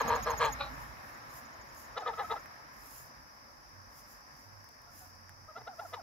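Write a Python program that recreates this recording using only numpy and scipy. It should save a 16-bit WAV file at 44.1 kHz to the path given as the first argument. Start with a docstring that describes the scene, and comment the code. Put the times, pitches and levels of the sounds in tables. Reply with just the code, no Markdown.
"""Two geese on a grassy slope honk in stuttering bursts, at the start, near 2 s and near 5.5 s: a clear
whistle that breaks into a rasp. A small bird trills high up, insects sing near 5 kHz, feet brush the grass
and snap dry stalks, and far traffic fades behind. Rasps are pulses and noise through resonances; whistles,
trills, hums and the engine are sine partials; grass, road and insects are filtered noise.
Left and right stand for two microphones."""
import sys
import numpy as np
from scipy import signal
from scipy.io import wavfile
from scipy.ndimage import uniform_filter1d

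SR = 44100
rng = np.random.default_rng(int(sys.argv[2]) if len(sys.argv) > 2 else 0)


def int16_out(signal):
    """Quantize to a 16-bit WAV file."""
    q = np.round(np.clip(np.atleast_2d(signal).T, -1, 1) * 32767)
    wavfile.write(sys.argv[1], SR, q.astype(np.int16))


def linear_from_db(decibels):
    """Turn decibels (scalar or array-like) into linear amplitude factors; 0 gives 1."""
    return 10 ** (np.asarray(decibels, float) / 20)


N = 265658


def rms_one(x):
    """Scale to rms 1."""
    return x / np.sqrt(np.mean(x ** 2) + 1e-20)


def in_time(rows):
    """Columns of a curve whose first column is seconds, one value a sample."""
    s, *columns = np.transpose(rows)
    return [np.interp(np.arange(N) / SR, s, c) for c in columns]


def in_calls(tables, fade_s=0.0016):
    """A gate that is open during the calls, and the columns of all calls joined."""
    gate = np.zeros(N)
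    for rows in tables:
        start = max(int(rows[0][0] * SR), 0)
        end = int(rows[-1][0] * SR) + 1
        gate[start:end] = 1
    return [uniform_filter1d(gate, int(fade_s * SR))] + in_time(np.vstack(tables))


def at_hz(points, hz):
    """Read a spectrum on a log-frequency axis."""
    table_hz, values = np.transpose(points)
    return np.interp(np.log(hz), np.log(table_hz + 1), values)


def drift(rate_hz):
    """Slow chance of rms 1: twice-smoothed noise, made at every 40th sample and joined by lines."""
    r = np.exp(-80 * np.pi * rate_hz / SR)
    noise = rng.standard_normal(N // 40 + 2002)
    slow = signal.lfilter([1], [1, -2 * r, r * r], noise)[2000:]  # the filter has settled
    return np.interp(np.arange(N) / 40, np.arange(len(slow)), rms_one(slow))


def resonate(x, peaks):
    """Parallel resonances with alternating signs."""
    out = 0
    for k, (hz, width_hz, level_db) in enumerate(peaks):
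        r = np.exp(-np.pi * width_hz / SR)
        b = (1 - r * r) / 2 * np.array([1, 0, -1])
        a = [1, -2 * r * np.cos(2 * np.pi * hz / SR), r * r]
        out = out + (-1) ** k * linear_from_db(level_db) * signal.lfilter(b, a, x)
    return out


def butter(x, order, hz, kind):
    """Butterworth filter."""
    return signal.sosfilt(signal.butter(order, hz, kind, fs=SR, output="sos"), x)


def brighten(x, edge_hz, gain_db):
    """Raise what lies above the edge by a gain that may move."""
    return butter(x, 2, edge_hz, "low") - linear_from_db(gain_db) * butter(x, 2, edge_hz, "high")


def pan(x, lean_db, count=0):
    """One source at two microphones: L-R in dB, and the right side count samples late."""
    return np.array([x * linear_from_db(lean_db / 2), np.roll(x, count) * linear_from_db(-lean_db / 2)])


# How alike the two microphones hear wide noise. Each row: frequency in Hz, likeness from -1 to 1.
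LIKENESS = [(60, 0.47), (130, 0.61), (290, 0.79), (640, 0.16), (1410, -0.47), (3100, 0.21), (6820, -0.17),
            (15000, 0.16)]
# Which microphone wide noise leans to. Each row: frequency in Hz, left minus right in dB.
LEANING = [(60, -5.5), (180, -7), (550, 2), (1650, 0.5), (4970, -1), (15000, 0)]


def banded_noise(spectrum, patchy_db, extra_alike=0):
    """Narrow bands of stereo noise with own level, flicker, likeness and leaning; mid rms 1."""
    out, together = 0, drift(3.8)
    low_hz, high_hz = spectrum[0][0], spectrum[-1][0]
    edges = np.geomspace(low_hz, high_hz, int(4 * np.log2(high_hz / low_hz)) + 3)  # under 1/4 octave
    white = rng.standard_normal((2, 2, N))
    left_right = np.array([[1], [-1]])
    for k, (low, high) in enumerate(zip(edges, edges[1:])):
        mid, side = butter(white[k % 2], 3, [low, high], "band")  # neighbours use unlike noise
        hz = np.sqrt(low * high)
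        alike = np.clip(at_hz(LIKENESS, hz) + extra_alike, -1, 1)
        gain = linear_from_db(at_hz(spectrum, hz) + patchy_db * (0.26 * together + drift(8.5)))
        pair = np.sqrt(1 + alike) * mid + np.sqrt(1 - alike) * side * left_right
        out = out + gain * pair * linear_from_db(at_hz(LEANING, hz) / 2 * left_right)
    return out / np.std(out.mean(axis=0))


def sung(gate, hz, level_db, second_db, third_db=-60, waver=0.0056, rolloff_db=3.0):
    """A tone on a wavering pitch curve: first and second partial, then four more that fall off evenly."""
    turn = 2 * np.pi * np.cumsum(hz * (1 + waver * drift(66))) / SR
    upper = sum(linear_from_db(third_db - rolloff_db * k) * np.sin((3 + k) * turn) for k in range(4))
    partials = np.sin(turn) + linear_from_db(second_db) * np.sin(2 * turn) + upper
    return np.sqrt(2) * gate * linear_from_db(level_db + 1.2 * drift(41)) * partials


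def swell(start, peak, end, power):
    """Times of a swell and how far effort has slackened there: 0 at the peak, 1 at both ends."""
    u = np.linspace(-1, 1, num=13)
    return peak + u * np.where(u < 0, peak - start, end - peak), np.abs(u) ** power


def breaths(rows, voice):
    """Control curves of each rasp: slack effort lowers level, beat rate and treble together."""
    beat_hz, rough, drop_db, power, dulling = voice
    beat_sag = .04  # share by which the beat slows as effort drops
    tables = []
    for start, peak, end, peak_db, bright_db in rows:
        s, slack = swell(start, peak, end, power)
        beat = beat_hz * (1 - beat_sag * slack)
        level = peak_db - drop_db * slack
        bright = bright_db - dulling * drop_db * slack
        tables.append(np.transpose([s, beat, level, bright, rough + 0 * s]))
    return tables


def rasp(calls, pipe, bill):
    """Membranes slap shut once a beat, unevenly when rough; air hisses through after each slap."""
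    gate, beat_hz, level_db, bright_db, rough = in_calls(calls)
    rough = np.clip(rough, 0, 1)
    phase = np.cumsum(beat_hz * (1 + .2 * rough * drift(60))) / SR
    slaps = np.diff(np.floor(phase), prepend=0) * np.sqrt(SR / beat_hz)  # about rms 1 at any beat
    slaps = slaps * linear_from_db(4 * rough * drift(120))
    puffs = rms_one(rng.standard_normal(N) * np.exp(-3.0 * (phase % 1)))
    source = np.sqrt(1 - rough) * slaps + np.sqrt(rough) * puffs
    airy = .3 * slaps + puffs  # the treble is mostly breath
    # each set of resonances acts twice, for dark valleys
    body = butter(resonate(resonate(source, pipe), pipe), 4, 390, "high")
    edge = butter(resonate(resonate(airy, bill), bill), 2, 2000, "high")
    level_db = uniform_filter1d(level_db, int(.008 * SR))  # breath pressure has no corners
    return gate * linear_from_db(level_db) * (rms_one(body) + linear_from_db(bright_db) * rms_one(edge))


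# Rasping part of each deep honk. Each row: start, peak and end in seconds, peak level in dB,
# bright part relative to the rasp in dB at the peak.
DEEP = [(-.03, -.002, .034, -25, -21), (.036, .125, .212, -30, -18), (.252, .275, .368, -31, -18),
        (.388, .425, .515, -27.5, -9)]
# Deep voice at full effort: membrane beats in Hz, roughness 0-1, drop at the ends in dB,
# squareness of the swell, treble lost in dB per dB of drop.
DEEP_VOICE = (158, .26, 26, 2.7, .5)
# Windpipe resonances. Each row: frequency in Hz, width in Hz, level in dB for one of two passes.
DEEP_PIPE = [(461, 104, 1), (630, 184, -1), (902, 173, 1), (1199, 120, 3), (1655, 134, -0.5),
             (2100, 79, -6.5)]
# Mouth resonances. Each row: frequency in Hz, width in Hz, level in dB for one of two passes.
BILL = [(2255, 630, 14.5), (2810, 400, 16), (3140, 420, 16), (3550, 450, 14), (4010, 500, 15),
        (4500, 500, 11), (5400, 900, 3), (7300, 1400, 7), (11500, 4200, 2)]


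def deep_honks():
    """A slow membrane beat rings a windpipe and an open bill."""
    return rasp(breaths(DEEP, DEEP_VOICE), DEEP_PIPE, BILL)


# Echoes off ground and hedge. Each row: left delay in seconds, right delay in seconds,
# level in dB at the low end.
ECHOES = [(.0021, .0029, -9), (.011, .016, -16), (.034, .027, -17)]


def slope_echoes(x):
    """A few dull echoes, unlike at the two microphones."""
    dull, out = signal.lfilter([.4], [1, -.6], x), np.zeros((2, N))
    for left_s, right_s, level_db in ECHOES:
        for side, lag in enumerate([int(left_s * SR), int(right_s * SR)]):
            out[side, lag:] += linear_from_db(level_db) * dull[:N - lag]
    return out


# Far road receding. Each row: time in seconds, tyre roar in dB before its treble is tilted.
ROAD = [(0, -46), (.25, -49.5), (.55, -50.5), (.8, -53.5), (1.7, -56.5), (2.3, -55), (2.8, -58.5),
        (3.6, -61.5), (4.3, -61), (5.4, -63), (6.02, -61)]
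# Tyre roar. Each row: frequency in Hz, relative level in dB per Hz.
ROAR = [(190, -17), (330, -10), (405, -15), (567, -5), (682, -6.5), (1100, -1), (1410, -6.5), (1710, -5),
        (2300, -14), (3110, -28), (4400, -22), (5720, -60), (9680, -120)]
# Low rumble. Each row: frequency in Hz, relative level in dB per Hz.
RUMBLE = [(28, -29), (45, 2), (62, 0), (100, -2.5), (135, 0), (175, -12), (245, -3), (330, -18.5)]


def road():
    """Tyre roar grows duller as it recedes; the rumble sinks faster than the roar, down to a floor."""
    roar_db = in_time(ROAD)[0]
    near_roar_db, rumble_db, follows, floor_db = -55, -60.5, 2.1, -66  # follows: dB per dB of roar
    moving_db = rumble_db + follows * (roar_db - near_roar_db)
    total_db = 10 * np.log10(linear_from_db(2 * floor_db) + linear_from_db(2 * moving_db))
    roar = brighten(banded_noise(ROAR, patchy_db=1.0), edge_hz=2600, gain_db=.9 * (roar_db + 54))
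    rumble = banded_noise(RUMBLE, patchy_db=3.5, extra_alike=0.2)
    return linear_from_db(roar_db) * roar + linear_from_db(total_db) * rumble


# Low engine note far to the right. Each row: time in seconds, pitch in Hz, level in dB.
THROB = [(0, 58, -56), (.3, 58.1, -58), (.55, 58.1, -52), (.75, 56.6, -53), (1.0, 56, -75)]


def engine_throb():
    """A low tone with a weak second partial wavers and dies away."""
    return sung(*in_calls([THROB]), second_db=-18)


# Far insects. Each row: time in seconds, level in dB.
INSECTS = [(0.0, -59), (0.35, -58), (0.7, -65), (6.02, -64)]
# Insect song bands. Each row: frequency in Hz, width in Hz, relative level in dB.
CHORUS = [(4720, 480, -4.5), (5180, 130, 5.5), (5480, 310, -1.5), (5904, 280, -2)]


def insects():
    """Many far singers merge into steady narrow bands of hiss, unlike at the two microphones."""
    hiss = resonate(rng.standard_normal((2, N)), CHORUS)
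    hiss = butter(hiss, 4, [4500, 6500], "band")
    return linear_from_db(in_time(INSECTS)[0] + 0.61 * drift(13)) * hiss / np.std(hiss.mean(axis=0))


# Unbroken stir of grass that slowly dies down. Each row: time in seconds,
# level in dB before crackle and tilt.
RUSTLE = [(0, -66), (1.3, -73), (3.1, -75), (6.02, -76)]
# Feet sweeping through grass. Each row: start, peak and end in seconds,
# peak level in dB before crackle and tilt.
BRUSHING = [(.7, .82, .95, -68), (.97, 1.08, 1.2, -70), (1.27, 1.37, 1.45, -62), (1.72, 1.8, 1.9, -63),
            (2.05, 2.27, 2.45, -68), (2.72, 2.98, 3.1, -60), (3.9, 3.99, 4.05, -64.5),
            (4.04, 4.12, 4.19, -65), (4.3, 4.4, 4.5, -72), (4.9, 4.99, 5.12, -62), (5.72, 5.88, 6.0, -67)]


def sweeping(drop_db=14, power=1.3):
    """Level in dB of the grass: the unbroken stir plus each sweep of a foot, added as energies."""
    energy = linear_from_db(2 * in_time(RUSTLE)[0])
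    for start, peak, end, peak_db in BRUSHING:
        s, slack = swell(start, peak, end, power)
        energy = energy + np.interp(np.arange(N) / SR, s, linear_from_db(2 * (peak_db - drop_db * slack)), 0, 0)
    return 10 * np.log10(energy)


# Hiss of rubbed blades. Each row: frequency in Hz, relative level in dB per Hz before tilt.
GRASS = [(1530, -40), (2600, -4), (3340, -12), (4490, -8), (5260, -31), (6310, 12), (7180, -5.5),
         (8220, -9.5), (10000, -1), (12300, 1), (15100, -3.5), (15900, -1)]


def grass():
    """Blades rub in a dense hiss, roughened by tiny crackles; harder strokes are brighter."""
    level_db = sweeping()
    ticks = (rng.random(N) < 150 / SR) * rng.exponential(14, N)  # about 150 a second
    crackle = 1 + uniform_filter1d(ticks, 40)
    hiss = banded_noise(GRASS, patchy_db=.7)
    hiss = brighten(hiss, edge_hz=13500, gain_db=.4 * (level_db + 66))
    return linear_from_db(level_db) * crackle * hiss


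def clear(gate, hz, level_db, second_db, third_db):
    """The membranes swing freely; the level is shared between first and second partial."""
    both_db = 10 * np.log10(1 + linear_from_db(2 * second_db))
    return sung(gate, hz, level_db - both_db, second_db, third_db + both_db, waver=.013)


# The voice leaps up and slides back down. Each row: top in seconds, length in seconds,
# level in dB before flutter, top pitch in Hz, end pitch in Hz.
SLIDES = [(.012, .07, -38, 1130, 620), (.105, .038, -30, 955, 940), (.155, .058, -38, 850, 690),
          (.288, .072, -36, 1090, 760), (.417, .095, -32, 1000, 830), (1.999, .038, -38.5, 900, 690),
          (2.09, .048, -41, 960, 740), (2.203, .048, -39, 840, 700), (2.337, .026, -36.5, 900, 760),
          (4.875, .038, -59, 725, 669), (5.015, .04, -57, 765, 705), (5.489, .031, -49.5, 645, 600),
          (5.582, .046, -52, 790, 680), (5.687, .06, -48.5, 810, 640), (5.812, .058, -46, 910, 610),
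          (5.968, .046, -45, 950, 590)]
# As the heads turn and the throats ease. Each row: time in seconds,
# lift of the nasal resonance in dB, hoarse flutter of the slides in dB.
POSTURE = [(.3, 16, 6.5), (2.2, 24, 6), (5.5, 30, 3), (5.58, 20, 5)]


def slides():
    """Falling whistles flutter hoarsely; their second partial swells near the nasal resonance."""
    leap_s, leap_from, leap_db = .01, .9, -10  # lead-in: length, share of top pitch, relative level
    held, sag_db, end_db = .85, -4, -16  # sag over the held share of the length, then the cut-off
    nasal_hz, nasal_width_hz = 1270, 170
    tables = []
    for s, length, db, top_hz, end_hz in SLIDES:
        held_hz = top_hz + held * (end_hz - top_hz)
        tables.append([(s - leap_s, leap_from * top_hz, db + leap_db), (s, top_hz, db),
                       (s + held * length, held_hz, db + sag_db), (s + length, end_hz, db + end_db)])
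    gate, hz, level_db = in_calls(tables)
    lift_db, flutter_db = in_time(POSTURE)
    level_db = level_db + flutter_db * (np.tanh(drift(140)) - .3)
    second_db = -22 + lift_db / (1 + ((2 * hz - nasal_hz) / nasal_width_hz) ** 2)
    return clear(gate, hz, level_db, second_db, third_db=-36)


# Trill phrases. Each row: first note and last note in seconds, nominal peak in dB, nominal pitch in Hz.
TRILL = [(.0065, .524, -42, 6610), (.654, .818, -65, 6750), (1.14, 2.393, -64, 6700)]


def bird():
    """Evenly spaced notes; each arches up and falls further than it rose, with an octave overtone."""
    gap_s, note_s, spread_db, spread_hz = .077, .023, 1.5, 40
    out, u = np.zeros(N), np.arange(int(note_s * SR)) / (note_s * SR)
    arch = 1.01 - 0.18 * (u - .4) ** 2
    for first, last, peak_db, top_hz in TRILL:
        times = np.linspace(first, last, round((last - first) / gap_s) + 1)
        overtone_db = -5.5 + .35 * (peak_db + 42)  # fainter phrases lose overtone with distance
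        for s, (louder, higher) in zip(times, rng.standard_normal((len(times), 2))):
            turn = 2 * np.pi * np.cumsum((top_hz + spread_hz * higher) * arch) / SR
            tone = np.sin(turn) + linear_from_db(overtone_db) * np.sin(2 * turn)
            start = max(int((s - .004) * SR), 0)
            out[start:start + len(u)] += linear_from_db(peak_db + spread_db * louder) * np.sin(np.pi * u) ** 0.55 * tone
    return out * linear_from_db(2.1 * drift(150))


# Low notes that open or close a honk. Each row: peak in seconds, fall in seconds, level in dB,
# pitch in Hz at the peak, second partial relative to the first in dB.
LOW_NOTES = [(.272, .014, -34, 630, -4), (.404, .012, -31, 612, 1), (1.97, .018, -38, 675, 3),
             (2.036, .018, -43, 635, 14), (2.064, .03, -35, 630, 20), (2.14, .016, -40, 645, 10),
             (2.184, .022, -37, 636, 13.5), (2.249, .018, -38, 634, 13), (2.306, .026, -33, 640, 15),
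             (2.367, .018, -38, 655, 11), (5.565, .015, -38.5, 680, 3), (5.678, .012, -38.5, 690, 1),
             (5.798, .013, -38, 690, -3), (5.935, .014, -42, 680, -10)]


def low_notes():
    """Low notes open and close the honks; the further above rest a note lies, the faster it climbs."""
    rise_s, drop_db, rest_hz, climb_per_s = .014, 19, 625, 70
    notes = []
    for s, fall_s, db, hz, second_db in LOW_NOTES:
        climb = climb_per_s * (hz - rest_hz)  # Hz per second
        notes.append([(s + t, hz + climb * t, db - drop_db * (t != 0), second_db)
                      for t in (-rise_s, 0, fall_s)])
    return clear(*in_calls(notes), third_db=-21)


# One hissing sneeze. Each row: start, peak and end in seconds, peak level in dB,
# bright part relative to the rasp in dB at the peak.
SNEEZE = [(.591, .608, .69, -34.5, -3.5)]
# Sneezing voice at full effort: membrane beats in Hz, roughness 0-1, drop at the ends in dB,
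# squareness of the swell, treble lost in dB per dB of drop.
SNEEZE_VOICE = (287, .5, 19, .7, .05)
# Windpipe resonances. Each row: frequency in Hz, width in Hz, level in dB for one of two passes.
SNEEZE_PIPE = [(570, 86, -1.5), (826, 61, 0), (1144, 90, 1), (1436, 200, -3.5)]
# Mouth resonances. Each row: frequency in Hz, width in Hz, level in dB for one of two passes.
SNEEZE_BILL = [(2420, 280, 8), (3000, 500, 3), (3970, 400, 9.5), (5670, 1600, -19)]


def sneeze():
    """A fast, rough beat keeps nearly all its treble, so it hisses."""
    return rasp(breaths(SNEEZE, SNEEZE_VOICE), SNEEZE_PIPE, SNEEZE_BILL)


# Dry stalks snapping under foot. Each row: time in seconds, nominal peak in dB,
# left minus right in dB, nominal knock relative to the peak in dB.
SNAPS = [(0.7544, -47, 3, -1), (1.1753, -42, -0.5, -6), (1.7484, -44, -0.5, -2), (2.2634, -55, -2.5, 0),
         (2.4588, -38, -6, 6), (2.8612, -42, -1.0, -18), (2.9093, -41, 10, -16), (4.6438, -43.5, 11, -2),
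         (4.6895, -39.5, 6, -17), (4.8179, -47, 0.5, -12), (5.1527, -48, 0.5, -13), (5.2939, -38.5, -5, 3)]


def snaps():
    """Millisecond bursts of bright noise with a duller knock under them."""
    out, tail = np.zeros((2, N)), np.arange(300)
    ring = np.sin(2 * np.pi * 1700 * tail / SR) * np.exp(-tail / 45)
    for (s, peak_db, lean_db, knock_db), noise in zip(SNAPS, rng.standard_normal((len(SNAPS), 300))):
        crack = signal.lfilter([1, -.6], [1], noise) * np.exp(-tail / 40)
        snap = linear_from_db(peak_db - 8.5) * (crack + linear_from_db(knock_db + 5) * ring)
        out[:, int(s * SR) + tail] += pan(snap, lean_db)
    return butter(out, 1, 900, "high")


# Rasp inside the lighter honks. Each row: start, peak and end in seconds, peak level in dB,
# bright part relative to the rasp in dB at the peak.
LIGHT = [(1.962, 1.982, 1.993, -33, -11), (1.999, 2.012, 2.04, -45, -12), (2.054, 2.081, 2.11, -31.5, -16),
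         (2.118, 2.138, 2.15, -46, -16), (2.172, 2.198, 2.24, -34.5, -16), (2.298, 2.319, 2.345, -31, -15),
         (2.347, 2.365, 2.388, -42, -17), (5.562, 5.579, 5.596, -45, -15), (5.604, 5.617, 5.627, -49, -26),
         (5.668, 5.678, 5.69, -45, -12), (5.79, 5.803, 5.814, -48, -12), (5.927, 5.942, 5.96, -37, -9)]
# Light voice at full effort: membrane beats in Hz, roughness 0-1, drop at the ends in dB,
# squareness of the swell, treble lost in dB per dB of drop.
LIGHT_VOICE = (237, .3, 18, 1.4, .3)
# Windpipe resonances. Each row: frequency in Hz, width in Hz, level in dB for one of two passes.
LIGHT_PIPE = [(458.5, 138, -3), (865, 145, -1.5), (1234, 124, -0.5), (1717, 110, -4.5), (2020, 103, -5.5)]
# Mouth resonances. Each row: frequency in Hz, width in Hz, level in dB for one of two passes.
LIGHT_BILL = [(2360, 250, -3), (2990, 190, -0.5), (3380, 220, 0.5), (3790, 280, 1.5), (4160, 330, -1),
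              (5440, 2400, -8)]


def light_honks():
    """Short rasps on a quicker membrane beat than the deep honks."""
    return rasp(breaths(LIGHT, LIGHT_VOICE), LIGHT_PIPE, LIGHT_BILL)


# A low hum comes and goes. Each row: start, peak and end in seconds, peak level in dB, pitch in Hz.
HUM = [(3.7, 3.79, 3.88, -61, 93), (4.38, 4.55, 4.68, -60, 99), (4.8, 5.3, 5.56, -63, 92),
       (5.75, 5.95, 6.02, -62, 95)]


def hum(drop_db=16, power=2.5):
    """Each swell is a wavering low tone."""
    tables = []
    for start, peak, end, peak_db, hz in HUM:
        s, slack = swell(start, peak, end, power)
        tables.append(np.transpose([s, hz + 0 * s, peak_db - drop_db * slack]))
    return sung(*in_calls(tables, fade_s=.02), second_db=-25, waver=0.027)


def scene():
    """Geese just left of the middle with their echoes; bird, engine and hum to the right; the rest wide."""
    deep = deep_honks() + sneeze()
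    light = light_honks() + low_notes() + slides()
    geese = pan(deep, 0.8, count=2) + pan(light, 1.3, count=2) + slope_echoes(deep + light)
    engines = pan(engine_throb(), -8.0) + pan(hum(), -9.5)
    trills = pan(bird(), -4.5, count=-1)
    return geese + road() + engines + insects() + grass() + trills + snaps()


def top_cut(x):
    """Nothing passes above the cut-off."""
    return signal.sosfilt(signal.butter(12, 17040, fs=SR, output="sos"), x)


def record(dry):
    """A steep low-pass cuts the top just below 16 kHz."""
    mix = signal.sosfilt(signal.cheby2(24, 60, 15950, fs=SR, output="sos"), dry)
    return top_cut(mix)


dry = scene()
out = record(dry)
int16_out(out)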